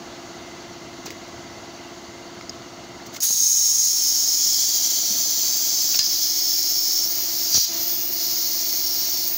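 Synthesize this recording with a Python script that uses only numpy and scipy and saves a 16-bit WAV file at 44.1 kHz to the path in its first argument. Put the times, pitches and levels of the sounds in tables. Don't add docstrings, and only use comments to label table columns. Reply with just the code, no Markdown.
import sys
import numpy as np
from scipy import signal
from scipy.fft import rfft, irfft
from scipy.io import wavfile
from scipy.ndimage import uniform_filter1d

SR = 44100
rng = np.random.default_rng(int(sys.argv[2]) if len(sys.argv) > 2 else 0)


def wrap_up_sound(samples):
    columns = np.atleast_2d(samples).T
    tamed = np.clip(columns, -1, 1)
    steps = np.round(tamed * 32767).astype(np.int16)
    wavfile.write(sys.argv[1], SR, steps)


def volts(x):
    e = np.asarray(x, float) / 20
    return 10 ** e


N = 413216

TURNS_PER_S = 17.311
VALVE_S = 3.2025
# [time_s, hiss_db, leak]
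NOZZLE = [(3.22, -21.5, 0.38), (3.35, -19.5, 0.28), (3.5, -17.5, 0), (3.85, -18.5, 0.1), (4.0, -20, 0.33),
          (4.6, -20.5, 0.68), (4.9, -22.5, 0.84), (5.8, -22.5, 0.86), (6.2, -22.5, 0.76), (7.03, -22, 0.54),
          (7.1, -29, 0.92), (7.45, -25, 0.9), (7.8, -29.5, 1), (8.1, -32, 0.84), (8.22, -26.5, 0.92),
          (9.26, -26.5, 0.91), (9.32, -33.5, 1.03), (9.37, -32.5, 1.01)]


def evened(x):
    return x / np.sqrt(np.mean(x ** 2) + 1e-20)


def read(points, hz):
    f, value = np.transpose(points)
    return np.interp(np.log(hz + 1), np.log(f + 1), value)


def follow(points, t):
    s, *columns = np.transpose(points)
    return [np.interp(t, s, c) for c in columns]


def ramp(t, start, length):
    return np.clip((t - start) / max(length, 1e-4), 0, 1)


def swell(t, start, rise, hold, fall):
    return ramp(t, start, rise) * np.exp(-np.maximum(t - start - rise - hold, 0) / max(fall, 1e-3))


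def add(mix, s, sound):
    part = mix[round(s * SR):][:len(sound)]
    part += sound[:len(part)]


def sine(cycles):
    return np.sin(2 * np.pi * cycles)


def cosine(cycles):
    return np.cos(2 * np.pi * cycles)


def band(x, lo_hz, hi_hz):
    hz = np.fft.rfftfreq(len(x), 1 / SR)
    return evened(irfft(rfft(x) * (hz > lo_hz) * (hz < hi_hz), len(x)))


def grid(size):
    return np.arange(4 * N // size + 5) * size / 4 / SR, np.fft.rfftfreq(size, 1 / SR)


def noise(field_db, patchy_db, flicker_db):
    bins, frames = field_db.shape
    a, b, patches = rng.standard_normal((frames, bins, 3)).T
    patches = uniform_filter1d(patches, size=5, axis=0)
    patches = evened(uniform_filter1d(patches, size=20, axis=1))
    flicker = evened(uniform_filter1d(rng.standard_normal(frames), size=4))
    z = (a + 1j * b) * volts(field_db + patchy_db * patches + flicker_db * flicker)
    size = 2 * bins - 2
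    return signal.istft(z, nperseg=size, noverlap=3 * size // 4)[1][:N]


def steady(spectrum, size, patchy_db, flicker_db):
    t, hz = grid(size)
    bin_db = read(spectrum, hz) + 10 * np.log10(SR / size)
    return noise(bin_db[:, None] + 0 * t, patchy_db, flicker_db)


def gain_control(t, quick=1):
    # [start_s, hold_s, recovery_s, change_db]
    dips = [
        (3.2, .1, .15, -5),
        (5.965, 0.034, 0.026, -6),
        (6.15, 0.76, 0.14, -2.5),
        (7.517, .03, .02, -9),
        (7.563, 0.085, 0.0096, -10),
        (7.692, .07, 0.073, 3),
    ]
    delay_s, knee_db, duck_db, slope = 0.051, -22.5, -5, 0.86
    over_db = np.maximum(follow(NOZZLE, t - delay_s)[0] - knee_db, 0)
    before_db = -0.35 * (np.minimum(t, VALVE_S) - 1.6)
    duck = ramp(t, 3.172, 0.025) * (duck_db - slope * over_db)
    quick_db = sum(db * swell(t, s, 0.029, hold, recovery) for s, hold, recovery, db in dips)
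    return before_db + duck + quick * quick_db


def shaft_throb(t):
    # [order, level_db rms]
    listed_orders = [(11, -58.2), (12, -64.0), (13, -56.2), (14, -59.9), (15, -54.6), (16, -55.5),
                     (17, -61.8), (18, -57.2), (19, -54.9), (20, -47.5), (21, -53.6), (25, -63.8),
                     (32, -74), (34, -61.8), (37, -63.5), (38, -54.6), (39, -55.0), (40, -55.3),
                     (41, -57.0), (42, -73.0), (43, -69.0), (44, -62.5), (45, -64.9), (47, -64.6),
                     (48, -62.5), (55, -59.5), (59, -64.5), (61, -66), (64, -64.7), (75, -64.2),
                     (78, -66.0), (81, -64.2), (24, -76.0)]
    # [order, level_db rms]
    weak_orders = [(3, -75), (10, -66), (30, -71), (60, -70), (95, -80)]
    ring_at = [(12, .2, .01), (13, .03, .01), (14, .47, .01), (15, .55, .01), (16, .29, .01),
               (18, -.03, .01), (19, -.01, .01), (20, .445, .01), (21, .17, .01), (22, .23, .02),
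               (25, .3, .5), (36, .2, .5), (37, .2, .01), (38, .36, .01), (39, .18, .01), (40, .44, .01),
               (41, .44, .01), (42, .22, .01), (43, .37, .01), (44, .5, .5)]
    loud_orders = [17, 18, 19, 20, 21, 37, 39, 41, 42, 43]
    # [time_s, order38_db, order40_db, order40_lag_cycles]
    travel = [(3.7, 0, 0, 0), (4.15, -1.5, -7, 0), (4.6, -.5, -3, -.15), (5.1, 1.5, 1, -.23),
              (5.6, 1.5, -1, -.31), (6.1, -2.5, -7, -.38), (6.6, -4.5, -8, -.49), (7.1, -3.5, -12, -.54),
              (8.1, -1.5, -21, -.8), (9.4, -2, -20, -1)]
    moved_db = np.array([2.5, -4.5, 5, -.5, -5.5, -2, 5, -6, 12, 6])
    k = np.arange(1, 96)
    chance = rng.standard_normal((len(k), 2))
    level_db = np.interp(k, *np.transpose(weak_orders)) + 3.2 * chance[:, 0]
    for order, db in listed_orders:
        level_db[int(order) - 1] = db
    order, share, scatter = np.transpose(ring_at)
    lag = np.cumsum(np.interp(k, order, share)) + np.interp(k, order, scatter) * chance[:, 1]

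    angle = np.arange(2048) / 2048
    waves = np.sqrt(2) * volts(level_db)[:, None] * cosine(np.outer(k, angle) - lag[:, None])
    loud = np.isin(k, loud_orders)
    rest = ~loud & ~np.isin(k, (38, 40))
    cycles = waves[loud].sum(0), volts(moved_db) @ waves[loud], waves[rest].sum(0)
    here, there, chatter = (np.interp(t * TURNS_PER_S % 1, angle, c, period=1) for c in cycles)
    throb = here + ramp(t, 3.9, 0.6) * (there - here)
    lower_db, upper_db, late = follow(travel, t)
    for m, db, more in ((38, lower_db, 0), (40, upper_db, late)):
        phase = m * TURNS_PER_S * t - lag[m - 1] - more
        throb = throb + np.sqrt(2) * volts(level_db[m - 1] + db) * cosine(phase)
    return throb, chatter


def gear_whine(t):
    # [order, level_db rms]
    mesh_tones = [(24.5, -63.5), (114.5, -63.5), (118.5, -63), (122.5, -63), (126.5, -69)]
    return sum(np.sqrt(2) * volts(db) * cosine(m * TURNS_PER_S * t) for m, db in mesh_tones)


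def valve_puffs(t):
    # [centre_hz, width_hz, level_db rms, share_of_turn, sharpness]
    passages = [(2050, 150, -56, .06, .7), (4520, 300, -58.5, .44, .9), (2830, 90, -62, .7, .3)]
    hiss = rng.standard_normal(N)
    out = np.zeros(N)
    for hz, width, db, share, sharp in passages:
        pulse = evened(np.exp(sharp * np.cos(2 * np.pi * (t * TURNS_PER_S - share))))
        out += volts(db) * band(hiss, hz - width / 2, hz + width / 2) * pulse
    return out


def compressor():
    # [pitch_hz, density_db per Hz]
    rumble_colour = [(25.0, -98.6), (45.0, -78), (80.0, -73.5), (130.0, -72), (200.0, -75), (340.0, -76),
                     (430.0, -78.5), (500.0, -76), (680.0, -77.0), (850.0, -77.5), (1000.0, -78),
                     (1350.0, -78.5), (1700.0, -82.5)]
    # [pitch_hz, density_db per Hz]
    fan_colour = [(1400.0, -110.0), (1750.0, -82), (2050.0, -81.5), (2450.0, -85), (2800.0, -82),
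                  (3400.0, -83.5), (4500.0, -80), (5100.0, -84.5), (6500.0, -80.5), (7200.0, -87),
                  (8000.0, -100.0), (13600.0, -110.0), (14600.0, -97.6), (15700.0, -100.0)]
    # [start_s, length_s, change_db]
    nearer = [
        (3.25, .1, -1),
        (4.05, 0.46, 1.5),
        (6.1, 0.2, 3.5),
        (8.15, 0.33, -1),
    ]
    t = np.arange(N) / SR
    throb, chatter = shaft_throb(t)
    gain_db = gain_control(t)
    loud_db = gain_db + sum(db * ramp(t, s, length) for s, length, db in nearer)
    fan = volts(1.44) * steady(fan_colour, size=512, patchy_db=1.0, flicker_db=0.3)
    rumble = volts(2.0) * steady(rumble_colour + [(2100, -110)], size=2048, patchy_db=0.96, flicker_db=0.5)
    background = chatter + volts(-0.5) * gear_whine(t) + fan + rumble + valve_puffs(t)
    return volts(loud_db + 0.44) * throb + volts(gain_db) * background


def knocks():
    # [start_s, peak_db, pitch_hz, t60_s]
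    blows = [(1.0612, -24, 720, 0.018), (1.064, -37, 290, 0.034), (0.99, -35, 240, .05),
             (1.1049, -22.5, 2100, 0.009), (1.078, -27, 400, .035), (1.102, -30, 300, .03),
             (1.12, -31, 500, .03), (1.106, -39, 336, 0.042), (3.164, -36, 285, .04),
             (3.346, -36, 200, .02), (2.4102, -28, 2100, .014), (2.4102, -29, 1300, 0.014),
             (2.4115, -35, 5100, .02), (3.185, -34, 1400, .02), (3.164, -31, 2150, .025),
             (3.15, -35, 2100, .03), (3, -33, 1720, .02), (3.412, -32, 290, .03), (5.107, -32, 213, 0.1),
             (5.149, -38, 250, .06), (5.19, -37, 194, 0.058), (5.992, -34, 137, 0.036),
             (2.4955, -24, 6580, 0.023), (2.494, -22.5, 5330, 0.016), (2.4945, -25.5, 4800, .03),
             (5.9918, -8, 6400, .012), (5.9915, -10, 6600, .014), (5.9415, -35, 1400, .03),
             (5.9415, -26, 2720, .04), (5.953, -17.5, 5351, .2), (5.991, -27, 3300, .06),
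             (5.9915, -13, 4400, .015), (7.5425, -12, 5800, .04), (7.555, -13, 6100, .03),
             (7.585, -12, 6000, .02), (8.1, -31, 380, 0.032)]
    out, t = np.zeros(N), np.arange(8192) / SR
    for s, db, hz, t60 in blows:
        bend = 1 + min(0.12, 60 / hz) * np.exp(-t / 0.0041)
        add(out, s, ramp(t, 0, 0.00067) * volts(db - 60 * t / t60) * sine(hz * t * bend))
    return out


def ticks():
    # [start_s, level_db rms, rise_s, t60_s, tilt_db per octave]
    rustles = [(1.054, -30.5, .008, .06, 1), (1.064, -35, .003, 0.17, -5), (1.1045, -29, 0.0011, .012, 1),
               (1.108, -38, .002, .1, 2), (1.28, -50, .005, .05, 5), (2.410, -37, .0005, .025, -7),
               (2.494, -38, .002, .03, 0), (3.055, -36.5, .013, .05, 2), (3.120, -34.5, 0.028, 0.16, 2),
               (3.158, -29, 0.008, .05, 0), (3.2027, -23, .001, .03, 5.5),
               (3.225, -30.5, 0.0044, 0.23, -1.5), (3.305, -18, 0.00077, .008, 6),
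               (5.942, -23.5, .004, .09, -1), (5.9885, -16, 0.002, .03, 1), (5.9912, -13, .001, .016, 2),
               (5.995, -28, 0.0022, 0.29, -.5), (6.665, -34, .006, 0.042, 8), (7.52, -25, 0.029, 0.46, 1.5),
               (7.542, -27, 0.0089, .25, 0), (7.62, -38, .03, .2, -1)]
    # [pitch_hz, level_db]
    tick_colour = [(300, -21), (900, -14), (3000, -4), (6500, 4), (8500, -17), (13500, -19), (14800, -5)]
    out, t = np.zeros(N), np.arange(8192) / SR
    hz = np.fft.rfftfreq(len(t), 1 / SR)
    for s, db, rise, t60, tilt_db in rustles:
        burst = rng.standard_normal(len(t))
        colour = volts(read(tick_colour, hz) + tilt_db * np.log2(hz / 5000 + 0.029))
        shape = np.minimum(t / max(rise, 1e-4), 1) * volts(-60 * np.maximum(t - rise, 0) / t60)
        add(out, s, volts(db) * evened(irfft(rfft(burst) * colour)) * shape)
    return out


def ring(t, hz, t60):
    wobble = evened(uniform_filter1d(rng.standard_normal(len(t)), size=150))
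    shape = ramp(t, 0, 0.0015) * volts(-60 * t / t60) * (1 + 0.15 * wobble)
    return shape * sine(hz * t + rng.random())


def clanks():
    # [start_s, peak_db, pitch_factor, damping_factor]
    strikes = [
        (2.494, -29, 1, .1),
        (5.944, -21, 0.92, .4),
        (5.990, -14.5, 1.001, 0.93),
    ]
    # [pitch_hz, level_db, t60_s]
    steel_modes = [(1470, -45, .2), (1771, -25, 0.3), (2730, -20, 0.15), (4250, -6.5, 0.14),
                   (4930, -3, 0.37), (4990, -9, .5), (5530, -8, .08), (6370, -2, 0.05), (8400, -27, 0.18),
                   (9900, -26, 0.3), (12500, -26, 0.27)]
    out, t = np.zeros(N), np.arange(8192) / SR
    for s, db, pitch, damping in strikes:
        add(out, s, sum(volts(db + d) * ring(t, f * pitch, t60 * damping) for f, d, t60 in steel_modes))
    return out


def jet_levels(t):
    # [start_s, rise_s, fall_s, change_db]
    gusts = [
        (3.222, 0.02, 0.032, 9.5),
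        (7.515, 0.042, 0.096, 10.5),
    ]
    gust_share = (0.97, 0.88, 0.56, 0.05)
    first_rush_share = (0.59, .02, 0.99, .8)
    # [start_s, hold_s, recovery_s, change_db]
    flinches = [
        (5.975, 0.042, 0.045, -8),
        (7.649, 0.036, 0.053, -9.5),
        (7.762, .2, 0.054, 2),
    ]
    flinch_share = (.2, .35, .7, .9)
    body_db, leak = follow(NOZZLE, t)
    low_db = body_db - 18 + 13 * leak
    empty = np.exp(-np.maximum(t - VALVE_S, 0) / 1.5)
    swing_db = body_db + 23.5
    fizz_db = -40.5 + 6 * empty + 0.46 * swing_db
    top_db = -26 - 5 * empty - 0.1 * swing_db
    levels = np.array([low_db, body_db, fizz_db, top_db])
    for k, (s, rise, fall, db) in enumerate(gusts):
        levels += np.outer(gust_share if k else first_rush_share, db * swell(t, s, rise, 0, fall))
    for s, hold, recovery, db in flinches:
        levels += np.outer(flinch_share, db * swell(t, s, 0.0066, hold, recovery))
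    return levels


def jet_colour(t, hz):
    # [pitch_hz, density_db per Hz]
    fresh_jet = [(700.0, -32.9), (1500.0, -33), (2300.0, -28.5), (2950.0, -26), (3750.0, -18.5),
                 (4200.0, -14), (5000.0, -8), (6050.0, -1), (7000.0, -6.5), (7500.0, -11), (8000.0, -19.5),
                 (13700.0, -20), (14500.0, -10.7), (15700.0, -8)]
    # [pitch_hz, density_db per Hz]
    filling_jet = [(700.0, -17.8), (1500.0, -28.5), (2300.0, -22.5), (2950.0, -21.5), (3750.0, -14),
                   (4200.0, -10), (5000.0, -5.5), (6050.0, -0.5), (7000.0, -3.5), (7500.0, -11),
                   (8300.0, -20), (13700.0, -17), (14500.0, -10), (15700.0, -6)]
    # [pitch_hz, density_db per Hz]
    settled_jet = [(700.0, -14.8), (1500.0, -27.5), (2300.0, -21), (2950.0, -20.5), (3750.0, -15.5),
                   (4200.0, -7.5), (5000.0, -0.9), (6050.0, -1.5), (7000.0, -8.5), (7500.0, -17.5),
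                   (8300.0, -22.5), (13800.0, -18), (14500.0, -2), (15700.0, 1)]
    # [time_s, stage]
    settling = [
        (3.9, 0.083),
        (4.8, 0.99),
        (5.8, 1.1),
        (6.3, 1.8),
    ]
    stage = np.clip(follow(settling, t)[0], 0, 2)
    field_db = -14 * np.log2(np.maximum(800 / (hz[:, None] + 1), 1))
    for k, colour in enumerate((fresh_jet, filling_jet, settled_jet)):
        field_db = field_db + np.outer(read(colour[1:], hz), np.maximum(1 - abs(stage - k), 0))
    return field_db


def whistles(t, hz):
    # [middle_s, half_length_s, pitch_hz, level_db above the hiss]
    singing_modes = [(3.32, .07, 6630, 10), (3.54, 0.26, 6560, 12.5), (4.16, 0.48, 6590, 7.5),
                     (5.1, 0.35, 5830, 3), (5.44, .45, 6320, 2.5), (6.62, 0.57, 6560, 5.5),
                     (7.5, 0.68, 6600, 5), (8.85, 0.71, 6600, 6), (3.2, .3, 5560, -3),
                     (4.02, 0.37, 5510, 6.5), (6.2, 0.3, 5280, 2), (6.36, 0.26, 5330, 5.5),
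                     (6.76, 0.2, 5360, 7.5), (7.02, 0.067, 5420, 6), (8.7, 0.46, 5520, 4),
                     (4.55, 0.43, 4700, 3), (5.7, 0.28, 4700, 8), (5.2, .3, 4400, 2), (6.7, .4, 4400, -1),
                     (8.7, 0.54, 4420, 1.5), (4.65, .22, 3300, 5), (5.05, .3, 3250, 5), (5.55, .3, 3270, 5),
                     (6.5, 0.5, 3350, 4), (7.95, 0.2, 3420, 4.5), (4.2, 0.8, 10250, 3), (4.4, 0.41, 8900, 2),
                     (4.7, .7, 9600, 3), (4.3, 0.41, 5200, 6), (5.8, 0.16, 5200, 1), (5.966, .018, 5300, 8),
                     (6.17, .06, 5860, 4), (3.32, .07, 4020, 4.5), (3.27, .09, 4550, 2),
                     (3.5, 0.19, 3770, 3), (8.4, 0.64, 4960, 0), (7, 0.27, 3700, -2), (7.35, .15, 5400, 3),
                     (7.58, .05, 5790, 5), (6.66, .3, 4750, 1), (5.1, .4, 7200, 1), (5.6, .25, 7400, 2.5),
                     (5.0, .3, 4580, 2), (5.55, .25, 5250, 2), (5.97, .2, 5850, 2.5), (8.05, .2, 2880, 2.5),
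                     (7.57, .05, 4800, 3.5), (8.04, .25, 5250, 1), (9, .3, 5500, 3.5), (3.95, .25, 3200, 0),
                     (8.1, .9, 14600, 3), (8, 1, 14150, 3), (6.5, .6, 13000, 2), (5.2, .3, 10600, 2),
                   (5.4, .4, 12300, 3), (3.25, .03, 10000, 6), (4.6, .5, 8800, 2), (7.9, 1, 9600, 2),
                   (8.2, .8, 13100, 0)]
    wander_hz, width_hz, flutter_db = 22, 127, 0.9
    singing = singing_modes
    drift = evened(uniform_filter1d(rng.standard_normal((len(singing), 2, len(t))), size=24))
    lift = 1
    for (s, half, centre_hz, db), (wander, flutter) in zip(singing, drift):
        off = (hz[:, None] - centre_hz - wander_hz * wander) / width_hz
        strength = volts(2 * (db + flutter_db * flutter) + 2.5) * np.exp(-((t - s) / half) ** 2)
        lift = lift + strength / (1 + off ** 2) ** 2
    return 10 * np.log10(lift)


def hollows(t, hz):
    # [middle_s, half_length_s, pitch_hz, change_db]
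    gaps = [(8.4, .9, 4800, -5), (8.4, 1.0, 2550, -7), (6.7, .5, 2530, -4), (5.0, 1.0, 2570, -2),
            (7.3, .25, 2440, -4), (8.9, .3, 3150, -1), (8.6, .8, 1400, -2), (5.0, 0.99, 5000, -3),
            (4.3, 1, 3500, -3.5), (4.7, .5, 6080, -3), (8.6, .7, 6850, 0), (7.7, 1, 8000, -4),
            (7.1, .25, 5950, -3), (6.0, .2, 3560, -3), (7.5, .2, 3200, -5), (3.6, .25, 4400, -2),
            (3.55, .3, 5750, -3), (5.5, .6, 11200, -6), (8.6, .8, 13900, -3), (7.3, .3, 3600, -5),
            (7.6, .06, 3400, -5), (8.05, .2, 3120, -5), (6.1, .15, 5800, -2)]
    width_hz = 116
    out = np.zeros((len(hz), len(t)))
    for s, half, centre_hz, db in gaps:
        across = np.exp(-((hz - centre_hz) / width_hz) ** 2)
        out += db * np.outer(across, np.exp(-((t - s) / half) ** 2))
    return out


def echo_comb(t, hz):
    # [delay_ms, drift_ms per s, depth_db]
    surfaces = [(1.1, -.004, .7), (1.9, -.012, .8), (2.5, .006, .9), (3.3, -.02, .7), (5.1, .015, .6)]
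    treble = ramp(hz[:, None], 7000, 1000)
    return sum(db * treble * cosine(np.outer(hz, ms + drift_ms * t) / 1000) for ms, drift_ms, db in surfaces)


def jet():
    # [from_hz, to_hz]
    jet_bands = [(1500, 2800), (3200, 4800), (5000, 7500), (8000, 13500), (14200, 15700)]
    t, hz = grid(size=1024)
    low_db, body_db, fizz_db, top_db = jet_levels(t)
    field_db = jet_colour(t, hz) + hollows(t, hz) + echo_comb(t, hz) + whistles(t, hz)
    roar_db = -43 + 0.46 + gain_control(t, quick=0.46)
    energy = volts(2 * field_db)
    for k, (db, (lo, hi)) in enumerate(zip((roar_db, low_db, body_db, fizz_db, top_db), jet_bands)):
        share = np.interp(hz, np.ravel(jet_bands), np.arange(10) // 2 == k)
        band_db = 10 * np.log10(energy[(hz > lo) & (hz < hi)].sum(0))
        field_db += np.outer(share, db - body_db - band_db)
    t = np.arange(N) / SR
    cracked_s, cracked_db = 0.019, -6
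    fully_open = ramp(t, VALVE_S + cracked_s - 0.004, 0.006)
    valve = ramp(t, VALVE_S, 0.0015) * volts(cracked_db * (1 - fully_open))
    return valve * volts(jet_levels(t)[1] + 1.48) * noise(field_db, patchy_db=1.0, flicker_db=0.55)


def pop(direction, db, rebound, rebound_hz):
    t = np.arange(-100, 2000) / SR
    cycles = np.maximum(t, 0) * rebound_hz
    back = 1.6 * rebound * sine(cycles) * np.exp(-cycles / 0.45)
    spike = np.exp(-(t / 0.0002) ** 2 / 2)
    return direction * volts(db) * (spike - back * ramp(t, 0, 0.0018))


def air_pops():
    # [time_s, direction, peak_db, rebound_share, rebound_hz]
    pulses = [
        (3.3059, 1, -25.5, .2, 150),
        (7.5442, -1, -31, .7, 170),
        (7.5474, -1, -27.5, .15, 200),
        (7.5524, 1, -22.5, .3, 75),
        (7.5683, -1, -27, .6, 105),
        (7.5788, -1, -20.5, .38, 90),
    ]
    out = np.zeros(N)
    for s, *push in pulses:
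        add(out, s - 100 / SR, pop(*push))
    return out


def squeak():
    out = np.zeros(N)
    glide_hz = np.geomspace(14500, 11000, round(0.009 * SR))
    add(out, 3.848, volts(-22) * np.hanning(len(glide_hz)) * sine(np.cumsum(glide_hz) / SR))
    return out


def splits():
    # [middle_s, from_hz, to_hz, level_db rms]
    moments = [(4.538, 9000, 10500, -44), (4.538, 11700, 13300, -44), (4.6095, 6200, 7800, -27),
               (5.258, 4100, 7100, -25), (5.258, 8300, 11800, -45), (5.258, 13000, 15700, -33),
               (6.419, 4100, 5400, -30), (6.419, 9000, 10500, -43), (6.419, 11700, 13300, -43),
               (7.21, 4100, 5400, -36), (7.21, 6900, 9800, -45), (8.369, 4100, 5400, -35),
               (8.533, 6900, 9000, -42)]
    out = np.zeros(N)
    for s, lo_hz, hi_hz, db in moments:
        hiss = band(rng.standard_normal(2048), lo_hz, hi_hz)
        add(out, s - 1024 / SR, volts(db) * np.hanning(2048) ** 0.5 * hiss)
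    return out


def scene():
    handling = knocks() + ticks() + clanks() + squeak()
    return compressor() + handling + jet() + air_pops() + np.outer([1, -1], splits())


def top_cut(x):
    return signal.sosfilt(signal.butter(12, 17100, fs=SR, output="sos"), x)


def record(dry):
    low_pass = signal.firwin(511, 15760, window=("kaiser", 9), fs=SR)
    limited = signal.oaconvolve(dry, low_pass[None], "same")
    bass_cut = signal.butter(2, 46, "high", fs=SR, output="sos")
    limited = signal.sosfilt(bass_cut, limited)
    return top_cut(limited)


dry = scene()
out = record(dry)
wrap_up_sound(out)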